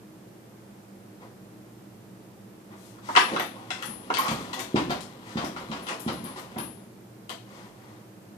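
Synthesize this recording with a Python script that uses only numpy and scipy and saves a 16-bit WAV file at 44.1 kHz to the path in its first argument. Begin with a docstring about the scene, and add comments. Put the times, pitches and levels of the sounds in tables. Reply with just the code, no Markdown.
"""A plastic pet-door flap clacks and scrapes as a dog squeezes through, a few metres away in a laundry room.
Impacts excite the modes of flap and frame; friction makes the fur hiss and the flap edge squeak.
The dog's shoulders bend the door panel into thumps and set the loose frame rattling, and its metal
collar tags collide and jingle. The hard walls reverberate, over a low steady hum."""
import sys
import numpy as np
from scipy import signal
from scipy.fft import rfft, irfft, next_fast_len
from scipy.io import wavfile

SR = 44100
rng = np.random.default_rng(int(sys.argv[2]) if len(sys.argv) > 2 else 0)


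def store_pcm(level_fs):
    """Save levels as 16-bit WAV."""
    pcm = np.round(np.clip(level_fs, -1, 1) * 32767).astype(np.int16)
    wavfile.write(sys.argv[1], SR, np.atleast_2d(pcm).T)


N = 369116
EVENT_SIZE = 16384
EVENT_S = np.arange(EVENT_SIZE) / SR  # time axis of a single event

# shoves against the door: start_s, thump_db, swing_hz, rattle_db
SHOVES = [(3.318, -26, 320, -29), (3.885, -33, 230, -49), (4.286, -28, 222, -25.5), (4.313, -26, 202, -49),
          (4.743, -12.5, 299, -17), (4.882, -23.5, 242, -19.5), (5.355, -22, 223, -22),
          (5.439, -29, 300, -60), (5.550, -39, 232, -32), (5.697, -28, 222, -25.5),
          (6.062, -21, 242, -22.5), (6.235, -35, 227, -34), (6.564, -27.5, 237, -27.5)]


def undb(db):
    """Amplitude ratio of a level in decibels."""
    return 10 ** (np.asarray(db) / 20)


def unit(x):
    """Normalisation to unit energy."""
    return x / np.sqrt(np.sum(x ** 2) + 1e-18)


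def read_curve(points, hz):
    """Interpolation of (frequency_hz, value) points on a logarithmic frequency axis."""
    point_hz, value = np.transpose(points)
    return np.interp(np.log(hz + 1), np.log(point_hz), value)


def colour(points, tilt_db=0, bump_hz=1000, bump_db=0, size=2048):
    """Minimum-phase response from (frequency_hz, level_db) points, a tilt per octave and a resonance."""
    hz = np.fft.rfftfreq(size, 1 / SR)
    db = read_curve(points, hz) + tilt_db * np.log2(np.maximum(hz, 400) / 1500)
    db += bump_db * np.exp(-(2 * np.log2((hz + 1) / bump_hz)) ** 2)
    cepstrum = irfft(np.log(undb(db)))
    cepstrum[1:size // 2] *= 2  # folding the cepstrum makes the response causal
    cepstrum[size // 2 + 1:] = 0
    return irfft(np.exp(rfft(cepstrum)))


def through(x, response):
    """Convolution with an impulse response, cut to the length of the input."""
    return signal.oaconvolve(x, response)[:len(x)]


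def add(track, start_s, sound):
    """Superposition of a sound on a track."""
    i = int(np.clip(start_s * SR, 0, N - 1))
    track[i:i + len(sound)] += sound[:N - i]


def ring(hz, t60_s):
    """Free vibration of one damped mode."""
    return np.sin(2 * np.pi * hz * EVENT_S) * np.exp(-np.log(1000) * EVENT_S / t60_s)


def arch(length_s):
    """Half-sine pulse, followed by silence."""
    return np.sin(np.pi * np.minimum(EVENT_S / length_s, 1))


def clicks(size, per_s, spread_db):
    """Poisson process of tiny contacts of uneven strength, at unit rms."""
    hits = rng.random(size) < per_s / SR
    strength = undb(spread_db * np.clip(rng.standard_normal(size), -2, 2))
    return unit(hits * rng.choice([-1, 1], size) * strength) * np.sqrt(size)


def flap_clacks(chatter_s=0.003, chatter_db=7, resonance_db=5, gain_db=24):
    """Impact excitation: each hard contact chatters and favours the resonance of the spot it strikes."""
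    # flap clacks and claw taps: start_s, level_db, tilt_db_per_octave, resonance_hz
    impacts = [(2.984, -44.5, -13.5, 1300), (3.088, -27, -10, 990), (3.152, -16.5, 1, 1800),
               (3.163, -6.5, 0.1, 3050), (3.167, -16, -2, 1800), (3.172, -10, -1.5, 1130),
               (3.363, -20.5, 0.5, 1210), (3.397, -19.5, 1.5, 3400), (3.705, -21, 3, 2600),
               (3.825, -25.5, 5, 2800), (4.102, -19, -4, 1360), (4.14, -19, 6, 3780),
               (4.17, -19.5, 3.5, 2650), (4.282, -21.5, 5.5, 2560), (4.531, -24.5, 4, 4330),
               (4.593, -24.5, 7.5, 2450), (5.007, -32.5, 12.5, 3420), (5.446, -30, 7, 1200),
               (5.563, -31.5, -0.5, 1140), (5.868, -30, 3, 2700), (5.887, -25, 4.5, 2750),
               (6.561, -33, -8.5, 800), (6.582, -38, -3.5, 3200), (7.294, -27.5, 5, 3000)]
    # spectrum of a hard contact: frequency_hz, level_db
    crack = [(60, -34), (200, -6), (500, -4.5), (700, -1.5), (950, 1), (1600, 3), (2200, 0.5), (3200, -2),
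             (5000, -8), (7000, -14.5), (10000, -22), (14500, -45)]
    out = np.zeros(N)
    decay = np.exp(-EVENT_S[:4096] / chatter_s)
    for start_s, level_db, tilt_db, resonance_hz in impacts:
        contact = undb(chatter_db) * unit(clicks(len(decay), per_s=3700, spread_db=1.5) * decay)
        contact[0] += 1  # the first strike
        spot = colour(crack, tilt_db, resonance_hz, resonance_db)
        add(out, start_s, undb(level_db + gain_db) * unit(through(contact, spot)))
    return out


def plastic_body(force, direct_db, ring_db):
    """Modal resonance: flap and frame radiate each contact into the room and ring on after it."""
    # modes of the flap and frame: pitch_hz, bandwidth_hz, level_db
    modes = [(754, 19, -3), (947, 23, 0), (1130, 55, 0), (1450, 28, -5), (1790, 28, -3), (2280, 27, -10),
             (2600, 38, -8), (3090, 33, -7), (3420, 22, -8)]
    ringing = np.zeros((2, N))
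    for channel in range(2):
        response = 0
        for pitch_hz, bandwidth_hz, level_db in modes:
            t60_s = np.log(1000) / (np.pi * bandwidth_hz)
            response += rng.choice([-1, 1]) * undb(level_db) * ring(pitch_hz, t60_s)
        ringing[channel] = through(force, unit(response))
    return room(force, direct_db) + undb(ring_db) * ringing


def flap_squeaks(t60_s=0.0071, gain_db=23):
    """Stick-slip friction: the catching edge drives one resonance of the flap."""
    # catches of the flap edge: start_s, length_s, pitch_hz, level_db
    catches = [(3.084, 0.034, 850, -28), (3.319, 0.029, 268, -25.5), (3.324, 0.043, 475, -27),
               (3.382, 0.072, 830, -31.5), (3.538, 0.097, 840, -37), (4.179, 0.029, 1010, -18.5),
               (4.237, 0.052, 1070, -22), (5.423, 0.022, 690, -29)]
    out = np.zeros(N)
    for start_s, length_s, pitch_hz, level_db in catches:
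        slips = clicks(EVENT_SIZE, per_s=810, spread_db=5.5) * arch(length_s)
        mode = np.diff(ring(pitch_hz, t60_s)[:2048])  # differencing makes the resonance a band-pass, so the squeak carries little bass
        squeak = through(through(slips, mode), mode)
        add(out, start_s, undb(level_db + gain_db) * unit(squeak))
    return out


def door_thumps(swing_db=3, swing_t60_s=0.028, push_cycles=0.71, echo_s=0.028, echo_db=-10, gain_db=23):
    """Plate bending: a soft push excites one heavily damped swing and the modes of the door panel."""
    # modes of the door panel: pitch_hz, t60_s, level_db
    modes = [(60, 0.24, -8.5), (80, 0.22, -29), (154, 0.17, -20), (185, 0.16, 0), (227, 0.12, 2.5),
             (288, 0.11, -0.5), (355.2, 0.17, 0), (465, 0.089, -7.5), (610, 0.068, 2)]
    ringing = unit(sum(undb(db) * ring(hz, t60_s) for hz, t60_s, db in modes))
    out = np.zeros(N)
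    for start_s, thump_db, swing_hz, _ in SHOVES:
        panel = ringing + undb(swing_db) * unit(ring(swing_hz, swing_t60_s))
        push = arch(push_cycles / swing_hz)[:512] ** 2
        radiated = through(panel, np.diff(push))  # only a changing force radiates
        thump = undb(thump_db + gain_db) * unit(radiated)
        add(out, start_s, thump)
        add(out, start_s + echo_s, undb(echo_db) * thump)  # reflection from the far wall
    return out


def frame_rattles(lag_s=0.012, peak_s=0.009, gain_db=24):
    """Contact chatter: just after each shove the loose frame catches up and buzzes briefly."""
    # spectrum of the buzzing frame: frequency_hz, level_db
    spectrum = [(60, -26), (200, -7), (500, -3), (1100, -1.5), (1900, -7), (3500, -6.5), (5000, -11.5),
                (7000, -21.5), (10000, -32), (14500, -54)]
    out, buzz = np.zeros(N), colour(spectrum)
    swell = (EVENT_S / peak_s) ** 2 * np.exp(-2 * EVENT_S / peak_s)
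    for start_s, _, _, rattle_db in SHOVES:
        contacts = swell * clicks(EVENT_SIZE, per_s=1500, spread_db=1)
        add(out, start_s + lag_s, undb(rattle_db + gain_db) * unit(through(contacts, buzz)))
    return out


def fur_rubbing(tick_db=-1, hiss_db=-5, surge_peak_s=0.038, surge_db=-17, gain_db=-4):
    """Sliding friction: fur hisses on the frame and the flap edge ticks over it, surging at each shove."""
    # steady rubbing, set by how tightly the dog fills the frame: time_s, level_db
    squeeze = [(2.65, -66), (3.3, -45), (3.95, -49.5), (4.4, -40), (5.15, -49), (5.8, -42.5), (6.55, -47),
               (6.85, -60)]
    # spectrum of sliding fur: frequency_hz, level_db
    spectrum = [(100, -13), (250, 2.5), (500, -2), (1000, -5), (1900, -10), (3300, -9.5), (6000, -19),
                (9000, -21.5), (14500, -31)]
    pressure = undb(np.interp(np.arange(N) / SR, *np.transpose(squeeze), left=-120, right=-120))
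    surge = (EVENT_S / surge_peak_s * np.exp(1 - EVENT_S / surge_peak_s)) ** 2
    for start_s, _, _, rattle_db in SHOVES:
        add(pressure, start_s, undb(rattle_db + surge_db) * surge)
    ticks = undb(tick_db) * clicks(N, per_s=490, spread_db=1)
    hiss = undb(hiss_db) * rng.standard_normal(N)
    return undb(gain_db) * through((ticks + hiss) * pressure, unit(colour(spectrum)))


def scuffs(gain_db=23):
    """Friction noise: paws, coat and flap brush the door in soft, muffled strokes."""
    # brushes against the door: start_s, length_s, level_db, tilt_db_per_octave
    strokes = [(1.194, 0.073, -40, -0.5), (2.7, 0.061, -41, -0.5), (2.734, 0.24, -39.5, 10.5),
               (3.017, 0.2, -30.5, 5.5), (3.198, 0.21, -25.5, 2), (3.67, 0.31, -30.5, 3),
               (4.099, 0.28, -19.5, 3), (4.359, 0.12, -35.5, 6.5), (4.547, 0.094, -29, 0.5),
               (5.229, 0.15, -34.5, 4), (5.393, 0.095, -28.5, 1), (5.862, 0.095, -24.5, 1.5),
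               (6.352, 0.056, -30.5, 3), (7.293, 0.033, -31.5, 2), (7.437, 0.29, -35.5, 3),
               (7.681, 0.39, -40.5, 2)]
    # spectrum of a soft contact: frequency_hz, level_db
    muffled = [(60, -35), (150, -15), (350, 1.5), (700, 0), (1200, -4), (2200, -9), (8000, -24),
               (14500, -42)]
    out = np.zeros(N)
    for start_s, length_s, level_db, tilt_db in strokes:
        slide = rng.standard_normal(EVENT_SIZE) * arch(length_s)
        add(out, start_s, undb(level_db + gain_db) * unit(through(slide, colour(muffled, tilt_db))))
    return out


def collar_tags(touches=4, bounce_s=0.014, bounce_db=-6, tick_db=-17, upper_hz=12000, gain_db=21):
    """Free vibration of plates: two metal tags rebound, and each touch weights their modes anew."""
    # collisions: start_s, level_db, first_over_second_db, upper_modes_db
    collisions = [(3.191, -29, 3, -4), (3.398, -30, -2, 11), (3.824, -35.5, 4, 6), (3.855, -25.5, 13, -8),
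                  (4.185, -23, 14, 13), (5.599, -50, -19, -8), (5.826, -38.5, -4, -4),
                  (5.997, -33.5, -1, -7), (6.128, -37.5, -7, -3), (6.242, -32, 1, -7),
                  (6.584, -26, -7.5, -4)]
    # modes of the tags: pitch_hz, owner (+1 first tag, -1 second)
    tag_modes = [(9286, -1), (9787, 1), (10588, -1), (10975, 1), (12790, -1), (12825, 1)]
    # ring of each of those modes: t60_s, level_db
    decays = [(.15, -20), (.15, -17), (.28, -6.5), (.48, -3), (.15, -2), (.2, -9)]
    pitches_hz, owner = np.transpose(tag_modes)
    modes = np.array([undb(db) * ring(hz, t60_s) for hz, (t60_s, db) in zip(pitches_hz, decays)])
    tick = unit(colour([(1000, -21), (4000, 6), (9000, -6), (14500, 5)]))
    out = np.zeros(N)
    for start_s, level_db, first_over_second_db, upper_modes_db in collisions:
        # the upper modes depend on where the tags touch
        weights_db = owner * first_over_second_db / 2 + upper_modes_db * (pitches_hz > upper_hz)
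        jingle, delay_s = np.zeros(2 * EVENT_SIZE), 0
        for bounce in range(touches):
            touch = unit(undb(weights_db + 2 * rng.standard_normal(len(modes))) @ modes)
            touch[:len(tick)] += undb(tick_db) * tick
            add(jingle, delay_s, undb(bounce * bounce_db) * touch)
            delay_s += bounce_s * (0.5 + rng.random())
        add(out, start_s, undb(level_db + gain_db) * unit(jingle))
    return out


def collar_chinks(fade_s=0.011, gain_db=23):
    """Damped impacts: small metal parts chatter in a quick run of bright ticks without ringing."""
    # runs of ticks: start_s, level_db
    runs = [(3.4, -47), (4.185, -32), (4.3, -34), (4.532, -37), (4.599, -32), (4.905, -39), (5.005, -51),
            (5.445, -39), (6.0, -34.5), (6.39, -41), (6.585, -49), (7.294, -41)]
    bright = colour([(2000, -16), (7000, 1), (10000, -1), (13500, 3), (14500, -10)])
    decay = np.exp(-EVENT_S[:8192] / fade_s)
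    out = np.zeros(N)
    for start_s, level_db in runs:
        ticks = clicks(len(decay), per_s=880, spread_db=-4) * decay
        add(out, start_s, undb(level_db + gain_db) * unit(through(ticks, bright)))
    return out


def diffuse_noise(size, unrelated_hz):
    """Diffuse-field coherence: two close microphones get alike noise in the bass, unrelated in the treble."""
    first, second = rfft(rng.standard_normal((2, size)))
    hz = np.fft.rfftfreq(size, 1 / SR)
    side_ratio = np.clip((hz / unrelated_hz) ** 2, 0.03, 1)
    mid = first / np.sqrt(1 + side_ratio)
    side = second * np.sqrt(side_ratio / (1 + side_ratio))
    return irfft(np.array([mid + side, mid - side]))


def room(x, direct_db, build_s=0.002, size=24576):
    """Reverberation: hard walls give each source its own reflections, decaying band by band."""
    # reverberation times: frequency_hz, t60_s
    decays = [(100, 0.77), (300, 0.48), (1000, 0.3), (3000, 0.38), (7000, 0.33), (14000, 0.24)]
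    centres_hz, t60s = np.transpose(decays)
    t, hz = np.arange(size) / SR, np.fft.rfftfreq(size, 1 / SR)
    diffuse = rfft(diffuse_noise(size, unrelated_hz=1300))
    responses = np.zeros((2, size))
    for share, t60_s in zip(np.eye(len(decays)), t60s):
        band = read_curve(np.c_[centres_hz, share], hz)
        envelope = np.exp(-np.log(1000) * t / t60_s) * (1 - np.exp(-t / build_s))
        responses += irfft(diffuse * band) * unit(envelope)
    responses[:, 0] += undb(direct_db)
    return np.array([through(x, response) for response in responses])


def hum(motor_gain_db=-2, boom_gain_db=-1, boom_t60_s=0.44):
    """Narrow-band noise: a motor hums and two low room resonances boom."""
    # the motor, then the room resonances: pitch_hz, level_db
    tones = [(118.4, -60), (199.2, -63), (312.2, -58.5)]
    (motor_hz, motor_db), *resonances = tones
    motor_band = np.hanning(EVENT_SIZE) * np.sin(2 * np.pi * motor_hz * EVENT_S)
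    motor = unit(through(rng.standard_normal(N), motor_band)) * np.sqrt(N)
    boom = sum(undb(db) * through(rng.standard_normal(N), unit(ring(hz, boom_t60_s)))
               for hz, db in resonances)
    return undb(motor_db + motor_gain_db) * motor + undb(boom_gain_db) * boom


def air(level_db=-48.5):
    """Stationary noise: a soft diffuse field, strongest in the bass, fills the room."""
    # spectrum of the air noise: frequency_hz, level_db
    spectrum = [(15, -65), (25, -55), (47, -17.5), (81, -30.5), (108, -4.5), (166, -13.5), (199, -0.5),
                (228, -8.5), (275, -16.5), (314, -9), (443, -14.5), (985, -23), (1070, -24), (3630, -35.5),
                (14500, -38.5)]
    # its stereo balance: frequency_hz, left_minus_right_db
    imbalance = [(60, -1.0), (110, -1.6), (200, -1.0), (380, -1.5), (690, -3), (1280, -1.6), (2350, 0.5),
                 (4330, 1.5), (7990, -0.94), (14700, -3.5)]
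    size = next_fast_len(N + N % 2, real=True) // 2 * 2
    hz = np.fft.rfftfreq(size, 1 / SR)
    shape = undb(read_curve(spectrum, hz))
    shape /= np.sqrt(np.mean(shape ** 2))
    balance = undb(np.outer([0.5, -0.5], read_curve(imbalance, hz)))
    noise = rfft(diffuse_noise(size, unrelated_hz=970))
    return undb(level_db) * irfft(noise * balance * shape)[:, :N]


def scene(right_lag_samples=6):
    """Superposition in one room; the right microphone faces away, so its sound is shadowed and late."""
    # acoustic shadow at the right microphone: frequency_hz, left_minus_right_db
    shadow = [(300, -0.5), (700, -1), (1200, -2.5), (1700, 3.5), (2400, 10), (4300, 21), (8000, 23.5),
              (11000, 17), (14500, 14)]
    flap = plastic_body(flap_clacks(), direct_db=-7, ring_db=-12.5)
    frame = plastic_body(frame_rattles(), direct_db=-5.5, ring_db=-30)
    coat = plastic_body(fur_rubbing() + scuffs(), direct_db=-0.5, ring_db=-17.5)
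    collar = room(collar_tags(), direct_db=4) + room(collar_chinks(), direct_db=-4.5)
    door = room(door_thumps(), direct_db=-2)
    squeaks = room(flap_squeaks(), direct_db=-2.5)
    left, right = flap + frame + coat + collar + door + squeaks
    shadowed = through(right, colour([(hz, -db) for hz, db in shadow]))
    left, right = np.array([left, shadowed]) + air() + hum()
    return np.array([left, np.roll(right, right_lag_samples)])


def record(dry, low_hz=46, top_hz=14600):
    """Clipping and band limiting: peaks stop at full scale, then the deepest bass and the top are cut."""
    highpass = signal.butter(6, low_hz, "high", fs=SR, output="sos")
    lowpass = signal.ellip(10, 0.2, 70, top_hz, fs=SR, output="sos")
    return signal.sosfilt(lowpass, signal.sosfilt(highpass, np.clip(dry, -1, 1)))


dry = scene()
out = record(dry)
store_pcm(out)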